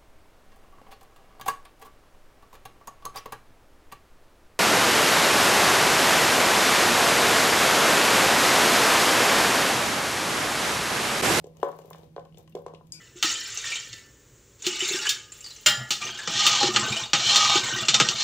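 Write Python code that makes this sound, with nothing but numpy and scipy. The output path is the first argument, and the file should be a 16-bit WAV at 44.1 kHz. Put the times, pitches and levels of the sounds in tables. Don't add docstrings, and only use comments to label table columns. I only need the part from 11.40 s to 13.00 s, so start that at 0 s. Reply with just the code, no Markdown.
import sys
import numpy as np
from scipy import signal
from scipy.fft import rfft, irfft, next_fast_len
from scipy.io import wavfile

SR = 44100
rng = np.random.default_rng(int(sys.argv[2]) if len(sys.argv) > 2 else 0)


def wav_record(signal):
    frames = np.transpose(np.atleast_2d(signal))
    bounded = np.clip(frames, -1, 1)
    quanta = np.round(bounded * 32767).astype(np.int16)
    wavfile.write(sys.argv[1], SR, quanta)


def volts_from_decibels(level):
    exponent = np.asarray(level, float) / 20
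    return 10 ** exponent


N = 70560
TIME_S = np.arange(N) / SR
OPPOSITE = np.array([[.5], [-.5]])


def rms_one(x):
    return x / np.sqrt(np.mean(x ** 2) + 1e-20)


def at_hz(points, hz):
    table_hz, values = np.transpose(points)
    return np.interp(np.log(hz), np.log(table_hz), values)


def ring(clicks, hz, t60):
    r, w = volts_from_decibels(-60 / (t60 * SR)), 2 * np.pi * hz / SR
    return signal.lfilter([0, np.sin(w)], [1, -2 * r * np.cos(w), r * r], clicks + 1e-18)


def resonance(x, hz, width_hz):
    r = np.exp(-np.pi * width_hz / SR)
    return signal.lfilter([1, 0, -1], [1, -2 * r * np.cos(2 * np.pi * hz / SR), r * r], x)


def steep_resonance(x, hz, width_hz):
    return resonance(resonance(x, hz, width_hz), hz, width_hz)


def high_pass(x, hz):
    return signal.sosfilt(signal.butter(4, hz, "high", fs=SR, output="sos"), x)


def coloured(x, spectrum):
    hz = np.fft.rfftfreq(N, 1 / SR) + 1
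    return irfft(rfft(x) * volts_from_decibels(at_hz(spectrum, hz)), N)


def burst(s, ms):
    u = np.maximum(TIME_S - s, 0) * 1000 / ms
    return 2 * (1 - np.exp(-6 * u)) * np.exp(-np.minimum(u, 50))


# (frequency [Hz], width [Hz], level [dB])
FAN_TONES = [
    (84.6, 5.2, -78.5),
    (159.2, 21, -63.5),
    (325.5, 3.7, -70),
]
# (frequency [Hz], level [dB])
AIR_COLOUR = [(20, -11), (45, -9), (100, 1), (200, -4), (416, -15), (1040, -34.5), (2840, -31),
              (16000, -42.5)]
# (frequency [Hz], likeness [0 to 1])
AIR_LIKENESS = [(30, 0.1), (80, 0.98), (200, 0.8), (700, 0.93), (2500, 0.15), (12000, 0.032)]
AIR_DB = -60


def kitchen_air():
    hum = 0
    for hz, width_hz, db in FAN_TONES:
        narrow = steep_resonance(rng.standard_normal(N + SR), hz, width_hz)[SR:]
        hum = hum + volts_from_decibels(db) * rms_one(narrow)
    alike = np.clip(at_hz(AIR_LIKENESS, np.fft.rfftfreq(N, 1 / SR) + 1), 0, 1)
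    mid, side = rfft(coloured(rng.standard_normal((2, N)), AIR_COLOUR))
    air = irfft(np.sqrt(1 + alike) * mid + np.sqrt(1 - alike) * side * np.array([[1], [-1]]), N)
    return hum + volts_from_decibels(AIR_DB) * rms_one(air)


FAN_TONE_HZ, FAN_TONE_DB = 160.5, -56


def blade_tone():
    return volts_from_decibels(FAN_TONE_DB) * np.sqrt(2) * np.sin(2 * np.pi * FAN_TONE_HZ * TIME_S)


# (time [s], level [dB])
RUSTLE_LEVEL = [(0, -75.5), (.12, -83.5), (0.221, -69.5), (.35, -70.5), (.5, -72.5), (.64, -70.5),
                (0.699, -83), (0.949, -91), (0.997, -70.5), (1.098, -99.5), (1.3, -104), (1.5, -83.5)]
# (frequency [Hz], level [dB per Hz])
GRAIN_COLOUR = [(250, -32), (480, -3.5), (1040, -12.5), (1500, -26), (3000, -26), (6000, -31), (10000, -36),
                (15000, -32)]
GRAINS_PER_S, RUSTLE_DB, GRAIN_SPREAD_DB = 6100, 3.5, 3.8


def rustle():
    size_db = GRAIN_SPREAD_DB * np.minimum(rng.exponential(1, (2, N)), 5)
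    sizes = volts_from_decibels(size_db) * rng.choice([-1, 1], (2, N))
    grains = sizes * (rng.random((2, N)) < GRAINS_PER_S / SR)
    sound = coloured(grains, GRAIN_COLOUR)
    treble = high_pass(sound, 2000)
    s, db = np.transpose(RUSTLE_LEVEL)
    return volts_from_decibels(np.interp(TIME_S, s, db) + RUSTLE_DB) * sound / np.std(treble)


# (time [s], peak level [dB], brightness [dB per octave], reach into the wall [dB])
LANDINGS = [(.002, -70.5, 24, -2), (0.0401, -32, -9, -2), (.059, -37.5, -1.5, 2), (.069, -35.5, -6, -14),
            (.108, -49.5, -2, -6), (.168, -51.5, -1, 0), (0.195, -43, -15, -13), (.229, -12.5, 2, 1.5),
            (.245, -36, 0.5, 1), (.253, -35.5, -1.5, 4), (.263, -32.5, 0.5, 0), (.277, -31.5, 1, -7.5),
            (.289, -37, 0, 16), (.312, -44, -2.5, 0), (.327, -43.5, 4.5, 5), (.35, -38.5, -2, -5.5),
            (.388, -34.5, 0.5, 1.5), (0.417, -42.5, -1.5, 3), (.445, -35.5, -8, 4), (0.48, -42.5, -3.5, -2),
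            (0.508, -38, 2.5, 2.5), (0.529, -63, -2, 1), (.546, -42.5, 8.5, 1), (0.589, -41.5, -15, -2),
            (.631, -36.5, -2, -10), (.672, -55.5, -3, 7), (.763, -29.5, 3.5, -4), (.779, -28, 4, -8.5),
            (.796, -48, -1, -9), (0.855, -47.5, 4, 0.5), (0.943, -47, -8, -7), (.973, -39.5, -2, -4),
            (.99, -40.5, -1, -6), (1.049, -51.5, -1, -7.5), (1.077, -57, 11.5, -5), (1.149, -23.5, -3, 0),
            (1.157, -33, -10, -14), (1.166, -30.5, 1, -3), (1.176, -33.5, -5, -1), (1.184, -37.5, 3, -8),
            (1.197, -55, -8, 6), (1.219, -55, -14, 0), (1.262, -27.5, 0.5, 0.5), (1.282, -40, 3, -3.5),
            (1.296, -42.5, -1.5, 0), (1.335, -33.5, 0, -1), (1.409, -44.5, 0, 7)]
# (level [dB], t60 [s])
POT_MODES = [(-11, 0.038), (0, 0.072), (0.5, 0.069), (-8.5, 0.2), (-8, 0.19), (-7.5, 0.052), (-6.5, 0.014),
             (-11.5, 0.04), (-1, 0.056), (-6, 0.037), (-9.5, 0.01), (-27, 0.066), (-19, 0.04),
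             (-22.5, 0.035)]
POT_PITCHES = [325, 408, 452, 486, 548, 686, 740, 815, 1037, 1095, 1180, 1390, 1525, 1720]
THUD_DB, POT_LOW_HZ, WALL_FROM_HZ, WALL_REACH_HZ = -9, 334.5, 720, 950
CONTACT_MS, LONGEST_CONTACT_MS, SOFTER_PER_DB = 0.7, 1.23, 0.3057
FIRST_TOUCH_DB, FULL_WEIGHT_MS = -13.5, 1.356
SETTLE_DB, SETTLE_MS, SETTLE_PER_S = -21, 40.9, 900
DETUNE, STRENGTH_SPREAD_DB, MODE_PAN_DB = .008, 2.0, 5


def landing_push(tilt, ms):
    contact_ms = min(CONTACT_MS * np.exp(-SOFTER_PER_DB * tilt), LONGEST_CONTACT_MS)
    pulse = 0
    for late_ms, db in [(0, FIRST_TOUCH_DB), (FULL_WEIGHT_MS, 0)]:
        press = np.sin(np.pi * np.clip((ms - late_ms) / contact_ms, 0, 1)) ** 2
        pulse = pulse + volts_from_decibels(db) * press / (contact_ms * SR / 2000)
    touches = rng.standard_normal(len(ms)) * np.exp(-ms / SETTLE_MS)
    touches *= rng.random(len(ms)) < SETTLE_PER_S / SR
    return pulse + volts_from_decibels(SETTLE_DB) * np.convolve(touches, pulse[:200])[:len(ms)]


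def thuds():
    ms = np.arange(9000) * 1000 / SR
    out = np.zeros((2, N + len(ms)))
    for s, peak_db, tilt, wall_db in LANDINGS:
        push = landing_push(tilt, ms)
        start = int(s * SR)
        for hz, (mode_db, t60) in zip(POT_PITCHES, POT_MODES):
            strength, pitch, pan = rng.standard_normal(3)
            db = peak_db + mode_db + THUD_DB + tilt * np.log2(hz / 500)
            db += wall_db * (hz > WALL_REACH_HZ) + STRENGTH_SPREAD_DB * strength
            sound = np.sign(hz - WALL_FROM_HZ) * volts_from_decibels(db) * ring(push, hz * (1 + DETUNE * pitch), t60)
            out[:, start:start + len(ms)] += volts_from_decibels(MODE_PAN_DB * pan * OPPOSITE) * sound
    return high_pass(out[:, :N], POT_LOW_HZ)


# (time [s], level at 2.9 kHz [dB], level at 6.4 kHz [dB], level at 14.6 kHz [dB])
TICKS = [(0.042, -49.5, -57, -69), (0.0676, -58, -68, -58.5), (0.169, -53, -63, -62),
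         (0.2004, -51.5, -70, -63), (0.2174, -62, -86, -79), (0.2294, -35, -49.5, -60),
         (0.2456, -68, -66, -53), (0.2859, -50, -64, -52), (0.3163, -56, -61.5, -61),
         (0.3645, -81, -78, -55), (0.3877, -47.5, -58.5, -52), (0.418, -70, -67, -75),
         (0.4565, -60, -69, -57), (0.4754, -79, -81, -62), (0.503, -58, -57.5, -44.5),
         (0.5313, -37.5, -63, -60), (0.558, -59, -63, -66), (0.582, -57, -64, -59),
         (0.633, -55, -77, -69), (0.7629, -44.5, -73, -86), (0.7947, -51, -70, -83),
         (0.851, -51.5, -74, -69), (0.9236, -60, -88, -83), (0.945, -54.5, -83, -86),
         (0.9724, -46.5, -59, -75), (0.9824, -65, -59.5, -48.5), (1.0273, -79, -85, -61.5),
         (1.076, -50.5, -65.5, -74), (1.0953, -83.5, -72, -58), (1.1224, -56, -88, -68),
         (1.1516, -41.5, -54.5, -54),
    (1.173, -58, -87.5, -63.5),
    (1.1888, -68, -68, -65),
    (1.2194, -85, -83, -61.5),
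    (1.264, -43, -57.5, -83),
    (1.2814, -54.5, -72, -69),
    (1.337, -52.5, -67, -99),
    (1.3475, -43.5, -71.5, -91),
    (1.4696, -62.5, -67, -63),
]
# (frequency [Hz], width [Hz], burst [ms], level [dB])
TICK_RESONANCES = [
    (2910, 2500, 2.07, -9.5),
    (6430, 2970, 1.57, 2),
    (14600, 6300, 1.34, -3.5),
]
TICK_OWN, JUICE_DB, JUICE_MS = 1, -16, 17


def ticks():
    out = 0
    for band, (hz, width_hz, ms, db) in enumerate(TICK_RESONANCES):
        envelope = 0
        for tick in TICKS:
            shape = burst(tick[0], ms) + volts_from_decibels(JUICE_DB) * burst(tick[0], JUICE_MS)
            envelope = envelope + volts_from_decibels(tick[band + 1]) * shape
        noise = rng.standard_normal(N) + TICK_OWN * rng.standard_normal((2, N))
        bursts = steep_resonance(envelope * noise, hz, width_hz)
        steady = steep_resonance(noise, hz, width_hz)
        out = out + volts_from_decibels(db) * bursts / np.std(steady)
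    return out


# (time [s], peak level [dB], frequency [Hz],
# t60 [s])
SHORT_KNOCKS = [(0.043, -61, 1670, 0.042), (0.0429, -35.5, 433.5, 0.091), (0.168, -51, 1010, 0.043),
                (1.151, -29.5, 407, 0.096), (0.765, -40, 450, .07), (0.2162, -50, 2920, 0.028),
                (0.418, -54.5, 2940, .03), (.509, -61, 2070, 0.24), (.2295, -39, 2236, .04),
                (0.531, -42.5, 1780, 0.016), (.9248, -53, 2920, .02), (.945, -47, 3076, 0.017),
                (.974, -46, 3575, 0.027), (1.076, -55, 1930, 0.034), (1.126, -52.5, 2750, 0.039),
                (1.152, -50.5, 2150, 0.038), (1.153, -53.5, 1613, 0.051), (1.264, -56.5, 2160, 0.092),
                (1.347, -45, 2790, 0.02), (1.538, -40.5, 3720, 0.013)]


def knocks():
    out = np.zeros(N)
    for s, db, hz, t60 in SHORT_KNOCKS:
        click = np.zeros(N)
        click[int(s * SR)] = volts_from_decibels(db)
        out += ring(click, hz, t60) - 0.42 * ring(click, hz, 1.05 * t60)
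    return out


BUMP_S, BUMP_DB, BUMP_HZ, BUMP_WIDTH_HZ, BUMP_MS = 0.915, -62, 52, 49, 60


def bump():
    noise = steep_resonance(rng.standard_normal((2, N)), BUMP_HZ, BUMP_WIDTH_HZ)
    return volts_from_decibels(BUMP_DB) * burst(BUMP_S, BUMP_MS) * rms_one(noise)


# (level [dB], t60 [s])
BANGLE_MODES = [(6.5, 0.13), (-3, 0.12), (5.5, 0.067), (-2, 0.097), (11.5, 0.023), (-18.5, 0.13),
                (0.5, 0.22), (-8, .12), (-2, .04), (-1, .04), (11, 0.027), (-6, 0.13), (-8, 0.16),
                (-20, 0.14)]
BANGLE_PITCHES = [4745, 4880, 5012, 5227, 5480, 6363, 6602, 6856, 7010, 7260, 7600, 8193, 8796, 9749]
BANGLE_S, BANGLE_DB, BANGLE_PAN_DB, BLOOM_S = 1.5216, -46, 4.5, 0.0002
HAZE_DB, HAZE_T60_S, HAZE_CENTRE_HZ, HAZE_GAP_HZ = -61.5, 0.49, 6870, 6050
UNDER_HAZE_DB = -9
SNAP_DB, SNAP_HZ, SNAP_T60_S = -24, 6890, 0.0084


def bangle():
    click = np.zeros(N)
    click[int(BANGLE_S * SR)] = 1
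    out = np.zeros((2, N))
    for k, (hz, (db, t60)) in enumerate(zip(BANGLE_PITCHES, BANGLE_MODES)):
        pan_db = BANGLE_PAN_DB * rng.standard_normal() * OPPOSITE
        out += (-1) ** k * volts_from_decibels(BANGLE_DB + db + pan_db) * ring(click, hz, t60)
    for spot, luck, sign, pan in rng.random((200, 4)):
        hz = 2700 * 5.8 ** spot
        db = HAZE_DB - 14 * luck - 3.8 * abs(np.log2(hz / HAZE_CENTRE_HZ))
        db -= 15 * np.exp(-((hz - HAZE_GAP_HZ) / 300) ** 2)
        db += UNDER_HAZE_DB * (hz < BANGLE_PITCHES[0])
        gain = np.sign(sign - .5) * volts_from_decibels(db + 20 * (pan - 1.0) * OPPOSITE)
        out += gain * ring(click, hz, HAZE_T60_S * 5000 / hz)
    snap = ring(click, SNAP_HZ, SNAP_T60_S) - 0.2 * ring(click, 1.28 * SNAP_HZ, SNAP_T60_S)
    bloom = 1 - np.exp(-np.maximum(TIME_S - BANGLE_S, 0) / BLOOM_S)
    return (out + volts_from_decibels(SNAP_DB) * snap) * bloom


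# (level [dB], swell [ms])
WALL_SWELLS = [
    (-21, 25),
    (-15.5, 24),
    (-11.5, 36),
    (-8, 53),
    (-20, 15),
    (-9.5, 10),
    (-14, 19),
]
WALL_PITCHES = [1000, 1497, 2293, 2449, 2600, 4609, 5771]
WALL_T60_S, WALL_ROUGH, WAVER_WIDTH_HZ = 1.4, .45, 90


def wall():
    after_s = np.maximum(TIME_S - BANGLE_S, 0)
    out = 0
    for hz, (db, swell_ms) in zip(WALL_PITCHES, WALL_SWELLS):
        waver = rms_one(resonance(rng.standard_normal((2, N)), hz, WAVER_WIDTH_HZ))
        turns = hz * after_s + .15 * rng.standard_normal((2, 1))
        tone = np.sqrt(.5) * WALL_ROUGH * waver + np.sin(2 * np.pi * turns)
        swell = 1 - np.exp(-after_s * 1000 / swell_ms)
        out = out + volts_from_decibels(BANGLE_DB + db - 60 * after_s / WALL_T60_S) * swell * tone
    return out


# (frequency [Hz], t60 [s])
ROOM_DECAY = [(200, 0.31), (800, 0.22), (3000, 0.25), (12000, 0.036)]
ROOM_SHARED_HZ = 450


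def room(x):
    size = next_fast_len(N + SR)
    hz = np.fft.rfftfreq(size, 1 / SR) + 1e-3
    out = np.zeros((2, len(hz)), complex)
    for k, lag_s in enumerate(rng.uniform(.003, .03, 20)):
        loop = volts_from_decibels(-60 * lag_s / at_hz(ROOM_DECAY, hz)) * np.exp(-2j * np.pi * hz * lag_s)
        out[k % 2] += (-1) ** (k // 2) * loop / (1 - loop)
    for lag_s in rng.uniform(.001, .005, (3, 2, 1)):
        turn = np.exp(-2j * np.pi * hz * lag_s)
        out = out * (turn - .6) / (1 - .6 * turn)
    shared = .5 / (1 + (hz / ROOM_SHARED_HZ) ** 4)
    out = (1 - shared) * out + shared * out[::-1]
    return irfft(out * rfft(x, size), size)[:, :N]


THUD_ROOM_DB, TICK_ROOM_DB, CLINK_ROOM_DB = -17, -21, -14.5


def scene():
    thud, tick, clink = thuds(), ticks() + knocks(), bangle()
    send = volts_from_decibels(THUD_ROOM_DB) * thud.mean(axis=0)
    send = send + volts_from_decibels(TICK_ROOM_DB) * tick[0] + volts_from_decibels(CLINK_ROOM_DB) * clink[0]
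    pot = thud + tick + clink + room(send)
    return pot + rustle() + kitchen_air() + blade_tone() + bump() + wall()


def top_cut(x):
    return signal.sosfilt(signal.butter(12, 16460, fs=SR, output="sos"), x)


# (frequency [Hz], level [dB])
PORT_BALANCE = [(40, -2), (70, -9), (300, 4.5), (600, -1.5), (1100, 2.5), (2500, 9.5), (5000, 8.5),
                (8000, 5), (14000, 11.5)]
LEFT_LAG_MS, TOP_CUT_HZ = -0.1, 16550


def record(dry):
    hz = np.fft.rfftfreq(N, 1 / SR) + 1
    balance = volts_from_decibels(at_hz(PORT_BALANCE, hz))
    left = balance * np.exp(-2j * np.pi * hz * LEFT_LAG_MS / 1000)
    gains = np.array([left, np.ones_like(left)]) * 2 / (1 + balance)
    heard = irfft(rfft(dry) * gains, N)
    mix = signal.sosfilt(signal.cheby2(14, 70, TOP_CUT_HZ, fs=SR, output="sos"), heard)
    return top_cut(mix)


dry = scene()
out = record(dry)
wav_record(out)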